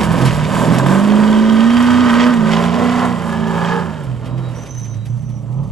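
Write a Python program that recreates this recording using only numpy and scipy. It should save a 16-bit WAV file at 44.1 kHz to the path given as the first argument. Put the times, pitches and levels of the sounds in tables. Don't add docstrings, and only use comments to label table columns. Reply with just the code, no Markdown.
import sys
import numpy as np
from scipy import signal
from scipy.fft import rfft, irfft, next_fast_len
from scipy.io import wavfile
from scipy.ndimage import uniform_filter1d, map_coordinates

SR = 44100
rng = np.random.default_rng(int(sys.argv[2]) if len(sys.argv) > 2 else 0)


def transcribe(signal):
    frames = np.atleast_2d(signal).T
    limited = np.clip(frames, -1, 1)
    pcm = np.round(limited * 32767).astype(np.int16)
    wavfile.write(sys.argv[1], SR, pcm)


N = 251811

# (time [s], speed [turns/s], 3rd, 4th (firing), 5th, 7th order level [dB])
ENGINE = [(0.0, 42.4, -29, -37, -20, -35), (0.11, 41.3, -26.5, -14, -27, -36),
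          (0.27, 43.9, -15, -26.5, -35, -41), (0.35, 37.4, -31, -21, -32, -39),
          (0.43, 37.7, -27, -18.5, -33, -46), (0.51, 39.5, -29.5, -26.5, -22, -44),
          (0.7, 41, -23, -17, -28, -33), (0.79, 43.6, -16.5, -25, -29, -35),
          (0.9, 46.8, -16.5, -14.5, -28, -24), (1.06, 51.7, -30.5, -12, -24.5, -32),
          (1.45, 54.9, -39, -11, -33, -28.5), (1.57, 55.4, -40, -11, -25, -30),
          (1.7, 58.7, -34, -10.5, -37, -40), (1.76, 60, -48, -11, -46, -46),
          (2.04, 61.8, -47, -11.5, -30, -36), (2.11, 58.5, -26, -12, -38, -30.5),
          (2.3, 61.7, -29.5, -12, -36, -39), (2.43, 53.7, -19.5, -15, -45, -27.5),
          (2.67, 58.2, -18.5, -20.5, -41, -28.5), (2.7, 57.7, -18, -23, -54, -31),
          (2.83, 60.6, -25.5, -16, -37, -31), (3.04, 61.2, -23, -19, -39, -33),
          (3.1, 60.3, -23, -20, -34.5, -38), (3.15, 57.9, -25, -23, -60, -56),
          (3.2, 56.5, -24, -34, -43, -51), (3.26, 56.5, -26, -26.5, -59, -39),
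          (3.45, 55.3, -23, -20.5, -46, -28.5), (3.66, 56.7, -20.5, -35, -46, -31.5),
          (3.77, 58.3, -22, -32, -45, -30), (3.82, 57.5, -23.5, -40, -53, -31),
          (3.9, 53.7, -29, -27, -49, -43), (3.97, 50.8, -30.5, -43, -42, -57),
          (4.09, 42.9, -22.5, -38, -48, -42), (4.18, 39.8, -26.5, -44, -47, -54),
          (4.29, 41.3, -24.5, -31, -50, -59), (4.39, 42.9, -23.5, -31.5, -49, -64),
          (4.64, 38.5, -29.5, -36, -41, -65), (4.72, 31.8, -55, -33, -53, -60),
          (4.8, 29.4, -44, -26, -35.5, -52), (4.98, 26.9, -55, -28.5, -31.5, -41),
          (5.22, 31.3, -41, -23.5, -31.5, -40.5), (5.45, 28.4, -47, -27, -33.5, -37),
          (5.61, 34.3, -38, -17, -31.5, -47), (5.71, 38.3, -28, -41, -35, -46)]
# (frequency [Hz], relative density [dB per Hz])
CRACKLE = [(1180, -11), (2000, 0), (2220, -1), (2820, -2.5), (3140, -2.5), (3750, -6), (4020, -11.5),
           (4700, -9), (6000, -16), (7800, -18.5), (13200, -120)]
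# (frequency [Hz], width [Hz], relative level [dB])
TIP = [(3170, 560, 0), (3650, 400, -2.5)]
# (frequency [Hz], width [Hz], relative level [dB])
PIPES = [
    [(635, 100, -2), (983, 92, 1.5), (1270, 39, -4), (1570, 58, -1.5), (1750, 77, -6)],
    [(570, 35.4, -30), (964, 92, 1), (1238, 56, 2.5), (1536, 37, 2), (1882, 86, -2.5)],
    [(740, 110, 0.5), (1010, 56.2, 3.5), (1413.4, 132, -6), (1750, 140, -8.5), (1994, 92, -5.5)],
    [(590, 58.3, -31), (883.2, 64, 4.5), (1227, 106, -2.5), (1401.5, 246, -21), (1697, 51, 1.5)],
    [(574, 84, -18), (893.2, 65.5, -2.5), (1064, 88.6, -1.5), (1394.6, 53, 0), (1770, 170, -7)],
    [(620, 93, -26), (913, 75, 6), (1052, 75, -7), (1290, 96, -3), (1780, 300, -24)],
]


def amp(db):
    return 10 ** (np.asarray(db) / 20)


def unit(x):
    return x / np.sqrt(np.mean(x ** 2) + 1e-20)


def levelled(x):
    return x / np.sqrt(np.abs(uniform_filter1d(x ** 2, SR // 5)) + 1e-20)


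def along(points, hz):
    f, v = np.transpose(points)
    return np.interp(np.log(hz + 1), np.log(f + 1), v)


def curves(rows):
    times, *columns = np.transpose(rows)
    return [np.interp(np.arange(N) / SR, times, column) for column in columns]


def wobble(rate):
    knots = rng.standard_normal(int(N * rate / SR) + 4)
    return map_coordinates(knots, [np.arange(N) * rate / SR])


def filtered(x, response):
    m, margin = next_fast_len(N + SR // 4), SR // 8
    wide = np.pad(x, [(0, 0)] * (x.ndim - 1) + [(margin, m - N - margin)], "reflect")
    return irfft(rfft(wide) * response(np.fft.rfftfreq(m, 1 / SR)), m)[..., margin:margin + N]


def coloured(x, spectrum):
    return filtered(x, lambda hz: amp(along(spectrum, hz)))


def resonant(x, modes):
    def response(f):
        return sum((-1) ** k * amp(db) * 1j * f * width / (centre ** 2 - f * f + 1j * f * width)
                   for k, (centre, width, db) in enumerate(modes))
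    return filtered(x, response)


def drone(turns, growl_db):
    strong_orders = (3, 4, 5, 7)
    # (multiple of crank speed, level over the growl [dB])
    uneven_orders = [(6, -15.5), (8, -12)]
    # (multiple of crank speed, relative level [dB])
    weak_orders = [(0.5, -60), (1, -62), (1.5, -14), (2, -15.5), (2.5, -15.5), (3, -1), (3.5, -13.5),
                   (4, 0), (4.5, -20.5), (5, -12.5), (5.5, -19.5), (6, -14.5), (6.5, -13.5), (7, -12),
                   (7.5, -31), (8, -14.5), (8.5, -22), (9, -18), (9.5, -24.5), (10, -8.5), (10.5, -17.5),
                   (11, -35), (11.5, -17), (12, -14)]
    # (time [s], level [dB])
    low_level = [(0, -30), (.9, -33), (1.4, -38.5), (1.8, -28.5), (2.25, -28), (2.45, -35), (2.8, -28.5),
                 (3.8, -31), (4.3, -37.5), (5, -44), (5.71, -40)]
    # (frequency [Hz], relative level [dB])
    body = [(200, 14.5), (350, -.3), (450, -8.5), (580, 4.8), (760, -5.5)]
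    speed, *strong_db = curves(ENGINE)
    # fully below 42 turns/s, barely above 51
    slowness = np.clip((51 - speed) / (51 - 42), 0, 1)
    flutter_db = 0.21 + 2 * slowness
    taken = tuple(strong_orders) + tuple(k for k, _ in uneven_orders)
    firing_order = strong_orders[1]

    def tone(k):
        return np.sqrt(2) * np.sin(2 * np.pi * (k * turns + rng.random()))

    def weak(pick):
        return unit(sum(amp(db + 3.3 * wobble(13)) * tone(k)
                        for k, db in weak_orders if pick(k) and k not in taken))

    strong = sum(amp(db + flutter_db * wobble(18)) * tone(k) for k, db in zip(strong_orders, strong_db))
    uneven = sum(amp(growl_db + db + 4.8 * wobble(12)) * tone(k) for k, db in uneven_orders)
    low = amp(curves(low_level)[0] + 1.1 * wobble(5.9)) * weak(lambda k: k < firing_order)
    high = amp(growl_db - 6.5) * coloured(weak(lambda k: k > firing_order), body)
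    return strong + uneven + low + high


def blasts(turns, scatter_db, t60, pulse_share, bank=0):
    cylinder_db = [8.5, -9.5, 1.8, 1.5, -3.5, 5, -2, 3.5]
    header_ms = [0, .55, .15, .9, .3, .7, .05, 1.1]
    fired = np.floor(4 * turns).astype(int)
    at = np.flatnonzero(np.diff(fired, prepend=0))
    cylinder = fired[at] % 8
    chance = rng.standard_normal((len(at), 2))
    size = amp(np.roll(cylinder_db, bank)[cylinder] + scatter_db * chance[:, 0])
    late = (np.array(header_ms)[cylinder] + .5 + .05 * chance[:, 1]) * SR / 1000
    pulses = np.bincount(at + np.abs(late).astype(int), size, N + SR)[:N]
    puffs = signal.lfilter([1], [1, -amp(-60 / (t60 * SR))], pulses)
    turbulence = (puffs + 2.6 * puffs.mean()) * rng.standard_normal(N)
    share = np.clip(pulse_share, 0, 1)
    return share * unit(pulses) + (1 - share) * unit(turbulence)


def tailpipes(turns):
    # (start [s], end [s])
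    views = [(0, 0.71), (1.65, 2.5), (2.45, 3.17), (3.35, 3.77), (4.1, 5.7), (5.5, 5.5)]
    left, right = (blasts(turns, scatter_db=1.5, t60=.05, pulse_share=.72, bank=b) for b in (0, 4))
    rasp = np.zeros(N)
    for k, modes in enumerate(PIPES):
        heard = np.repeat(np.arange(len(views)) == k, 2)
        facing = np.interp(np.arange(N) / SR, np.ravel(views), heard)
        rasp += facing * unit(resonant(left, modes[::2]) + resonant(right, modes[1::2]))
    return filtered(rasp, lambda hz: 1 / (1 + (hz / 2100) ** 8) / (1 + (500 / (hz + 1)) ** 8))


def truck():
    # (time [s], growl [dB], rasp [dB], crackle [dB], hiss
    # [dB])
    roar = [(0.0, -17.5, -22, -32.5, -32), (0.09, -25, -25, -34.5, -40.5), (0.22, -19.5, -24, -33.5, -37.5),
            (0.37, -27.5, -28.5, -32.5, -40), (0.67, -17.5, -24, -32, -33), (1.08, -22, -25, -33, -38.5),
            (1.59, -26, -25, -30.5, -41), (1.78, -28.5, -23.5, -29.5, -37.5),
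            (2.07, -25, -19.5, -27.5, -39), (2.3, -23, -23, -31, -41), (2.38, -27.5, -28, -35, -43.5),
            (2.58, -24, -22.5, -31, -40.5), (2.69, -30, -25, -31.5, -41), (2.8, -21.5, -23, -32, -41),
            (2.94, -26.5, -22.5, -31.5, -40.5), (3.04, -23, -20.5, -33, -41), (3.16, -30.5, -29, -39, -44),
            (3.61, -28, -24, -35.5, -44), (3.72, -28, -20.5, -36, -44), (3.99, -33.5, -38, -46, -52),
            (4.21, -35.5, -49.5, -50.5, -55), (4.23, -32, -43.5, -52.5, -57),
            (4.55, -35.5, -44.5, -47.5, -52), (4.74, -39.5, -48.5, -50.5, -53),
            (5.04, -43, -55.5, -57.5, -58), (5.42, -42, -63, -61, -59.5), (5.6, -35.5, -43.5, -57.5, -61),
            (5.71, -40, -50, -57, -56)]
    # (frequency [Hz], relative density [dB per Hz])
    growl_spectrum = [(50, -43), (80, -24), (130, -4), (220, 3.5), (300, -8), (400, -4), (460, -5.5),
                      (580, -3.5), (720, -9.5), (900, -10), (1300, -13.5), (2000, -120)]
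    # (frequency [Hz], relative density [dB per Hz])
    hiss_spectrum = [(2940, -1.5), (5000, -6.5), (6240, -6), (7720, 1), (8920, -8), (10600, -6),
                     (13500, -21), (14700, -38)]
    # (time [s], share [0-1])
    tip_share = [(0, 0.15), (.9, 0), (1.5, 0.53), (2.3, 0.14), (2.5, 0.06), (3.4, 0.25), (4, 0.2),
                 (5.71, 0.1)]
    # (time [s], change of level [dB])
    swells = [(.02, 3.5), (.76, 3.5), (.87, -1), (2.22, 7), (2.54, 5.5), (3.7, 6), (4.26, 7)]
    swell_s = 0.039
    t, turns = np.arange(N) / SR, np.cumsum(curves(ENGINE)[0]) / SR
    growl_db, rasp_db, crackle_db, hiss_db = curves(roar)
    swells_db = sum(db * np.exp(-((t - s) / swell_s) ** 2) for s, db in swells)
    growl = coloured(blasts(turns, scatter_db=1.0, t60=0.047, pulse_share=0.19), growl_spectrum)
    rasp = tailpipes(turns)
    gas = blasts(turns, scatter_db=2.5, t60=.025, pulse_share=.33, bank=2)
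    ringing = unit(resonant(resonant(gas, TIP), TIP))
    crackle = unit(coloured(gas, CRACKLE)) + np.abs(curves(tip_share)[0]) * ringing
    hiss = coloured(blasts(turns, scatter_db=7.5, t60=0.058, pulse_share=0.11), hiss_spectrum)
    jolts = wobble(14)
    return (drone(turns, growl_db)
            + amp(growl_db + wobble(11)) * levelled(growl)
            + amp(rasp_db + 1.2 * jolts) * levelled(rasp)
            + amp(crackle_db + swells_db + .5 * jolts) * levelled(crackle)
            + amp(hiss_db + 1.36 * jolts) * levelled(hiss))


def pops():
    # (time [s], nominal crack peak [dB], nominal bark level [dB])
    pop_events = [(0.033, -19, -17), (0.7364, -21, -19), (0.798, -24, -15), (0.8624, -20, -14.5),
                  (0.9044, -24, -17), (0.95, -19, -19), (1.1019, -13, -24), (1.1208, -20, -16),
                  (1.2351, -20, -16.5), (1.3289, -14, -29), (1.704, -13, -24), (1.7693, -12, -21),
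                  (1.805, -17, -22), (1.8716, -14, -20), (1.9046, -12, -21), (2.1, -13.5, -21),
                  (2.1545, -15, -24), (2.2, -8, -21), (2.2657, -12, -16), (2.5341, -9, -18),
                  (2.5686, -16, -21), (2.6394, -13, -24), (2.7427, -13, -23), (3.6476, -17.5, -26)]
    crack_t60, bark_t60 = 0.021, 0.046
    peak_over_rms_db = 6
    crack, bark, t = np.zeros(N), np.zeros(N), np.arange(SR // 10) / SR
    for s, crack_db, bark_db in pop_events:
        start = round(s * SR)
        crack[start:][:len(t)] += amp(crack_db - peak_over_rms_db - 60 * t / crack_t60)
        bark[start:][:len(t)] += amp(bark_db - 60 * t / bark_t60)
    gas = rng.standard_normal((2, N))
    ends = unit(unit(coloured(gas[0], CRACKLE)) + 0.66 * unit(resonant(gas[0], TIP)))
    pipes = unit(resonant(gas[1], PIPES[0]))
    return uniform_filter1d(crack, size=40) * ends + uniform_filter1d(bark, size=40) * pipes


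def rattles():
    # (time [s], level [dB], lower part over that level [dB])
    rattle_hits = [(0.0294, -25.5, 3), (0.1133, -28, 3), (0.1744, -30, 5), (0.2094, -30, 9),
                   (0.2486, -22, 4), (0.27, -42.5, 21), (0.3044, -36.5, 10), (0.3441, -31, 0),
                   (0.7394, -27, -6), (0.8594, -28.5, 3), (0.9295, -43, -9), (4.0312, -42.5, 1),
                   (4.2539, -41.5, 7), (4.3735, -46, 10.5), (4.507, -47, 8), (4.553, -43, -5),
                   (4.6558, -42.5, 8), (4.7407, -48, -13), (4.79, -44, -1), (4.845, -45, 7.5),
                   (4.9349, -50, 7), (5.052, -40.5, 3), (5.1657, -50, -14), (5.2175, -50, -3),
                   (5.2895, -48, 4), (5.4163, -55, -1), (5.5175, -49, -11), (5.6269, -49, -2),
                   (5.6671, -54, -3)]
    # (frequency [Hz], width [Hz], level per pass [dB])
    bright_modes = [(4670, 2500, 0), (8000, 960, 3), (10370, 2000, 0), (12600, 1300, -13)]
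    rise_s, decay_t60 = 0.0077, 0.11
    high, low, t = np.zeros(N + SR), np.zeros(N + SR), np.arange(SR // 6) / SR
    shape = (1 - np.exp(-t / rise_s)) * amp(-60 * t / decay_t60)
    for s, db, low_db in rattle_hits:
        start = round(s * SR)
        high[start:][:len(t)] += amp(db) * shape
        low[start:][:len(t)] += amp(db + low_db) * shape

    def chatter():
        return amp(0.74 * wobble(440)) * rng.standard_normal(N)

    bright = unit(resonant(resonant(chatter(), bright_modes), bright_modes))
    return high[:N] * bright + low[:N] * unit(coloured(chatter(), CRACKLE))


def notes(rows):
    soft_s = 0.051
    t = np.arange(N) / SR
    held = sum((t > s) * (t < s + long) * amp(np.interp(t, [s, s + long], [first, last]))
               for s, long, first, last in rows)
    return uniform_filter1d(held, int(soft_s * SR))


def brakes():
    # (start [s], length [s], first level [dB], last level [dB])
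    squeal_notes = [(4.37, 0.021, -58, -60), (4.56, 0.094, -42, -46), (4.675, 0.278, -39.5, -44.5),
                    (4.96, 0.18, -61, -57), (5.15, 0.259, -59, -53), (5.45, .24, -70.5, -60)]
    # (start [s], length [s], first level [dB], last level [dB])
    whistle_notes = [(4.25, 0.18, -58, -58), (4.44, .07, -46, -50), (4.55, .31, -62, -57),
                     (4.9, .16, -59, -54)]
    # (time [s], pitch [Hz])
    squeal_pitch = [(4.37, 5837), (4.56, 5950), (4.68, 6070), (5.2, 6040), (5.4, 5880), (5.6, 6075)]
    whistle_hz, chatter_db = 3866, 1.5
    flutter = wobble(130) + 1j * wobble(130) + 0.57 * (wobble(800) + 1j * wobble(800))
    squeal_hz = curves(squeal_pitch)[0] + 35 * wobble(45)
    band = flutter * np.exp(2j * np.pi * np.cumsum(squeal_hz) / SR)
    overtone = unit((band ** 2).real)
    squeal = unit(band.real) + amp(-29) * overtone
    thin = np.sqrt(2) * np.sin(2 * np.pi * np.cumsum(whistle_hz + 9 * wobble(60)) / SR)
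    return notes(squeal_notes) * amp(chatter_db * wobble(25)) * squeal + notes(whistle_notes) * thin


def ports(x):
    # (frequency [Hz], coherence [0-1])
    alike = [(60, .93), (130, .995), (300, .93), (600, .96), (1000, .985), (2500, .9), (5000, .85),
             (9000, .74), (14000, .72)]
    # (frequency [Hz], left minus right [dB])
    tilt = [(60, 14), (91, -11), (140, -6.5), (210, -7), (320, 0), (490, -8.5), (750, -5), (1140, -2.5),
            (1740, -2), (2650, -4), (4040, -3.0), (6150, -4.5), (9370, -1.5), (14300, -1)]
    # (frequency [Hz], lead of left [rad])
    lead = [(0, 0.05), (260, 0.78), (1460, 0.45), (1810, 0.53), (2500, 0.67), (3530, 0.27), (4050, -0.88),
            (5080, 0.87), (6460, -0.33), (7060, 0.88), (8270, 0.8), (8870, 1.2), (10200, -0.0),
            (14500, 0.0)]
    z = signal.stft(np.pad(x, (0, 1024), "reflect"), nperseg=512, boundary="even")[2]
    drift = uniform_filter1d(rng.standard_normal((2, *z.shape)), 5, -1)
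    shuffled = z * np.exp(1j * np.arctan2(*drift))
    scattered = signal.istft(shuffled, nperseg=512)[1][:N] * 1.3

    def split(hz):
        angle = np.arccos(np.clip(along(alike, hz), -1, 1)) / 2
        return np.array([np.cos(angle), np.sin(angle)])

    def balance(hz):
        half = amp(along(tilt, hz) / 2) * np.exp(.5j * along(lead, hz))
        return np.array([half, 1 / half])

    mid, side = filtered(np.array([x, scattered]), split)
    return filtered(np.array([mid + side, mid - side]), balance)


def wind():
    # (time [s], level [dB])
    gusts = [(0, -35), (.6, -31), (.9, -35), (1.3, -54), (2.2, -48), (2.6, -60), (3.6, -41), (3.9, -52),
             (4.35, -41), (5.1, -47), (5.71, -45)]
    # (frequency [Hz], relative density [dB per Hz])
    rumble = [(9, -60), (18, -14), (30, -14), (45, -12), (70, -6), (100, -1), (200, -120)]
    shared, left, right = rng.standard_normal((3, N))
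    pair = coloured(np.array([0.27 * shared + left, 0.27 * shared + right]), rumble)
    port_db = np.array([[-1.2], [1.2]])
    return amp(curves(gusts)[0] + 2.5 * wobble(5) + port_db) * levelled(pair)


def scene():
    return ports(truck() + pops() + rattles() + brakes()) + wind()


def record(dry):
    # (frequency [Hz], gain [dB])
    edge = [(12500, 0), (13700, 5), (14500, -17), (15000, -35)]
    held = dry / (1 + np.abs(dry) ** 8) ** (1 / 8)
    return filtered(held, lambda hz: amp(along(edge, hz)) * (hz < 15300))


dry = scene()
out = record(dry)
transcribe(out)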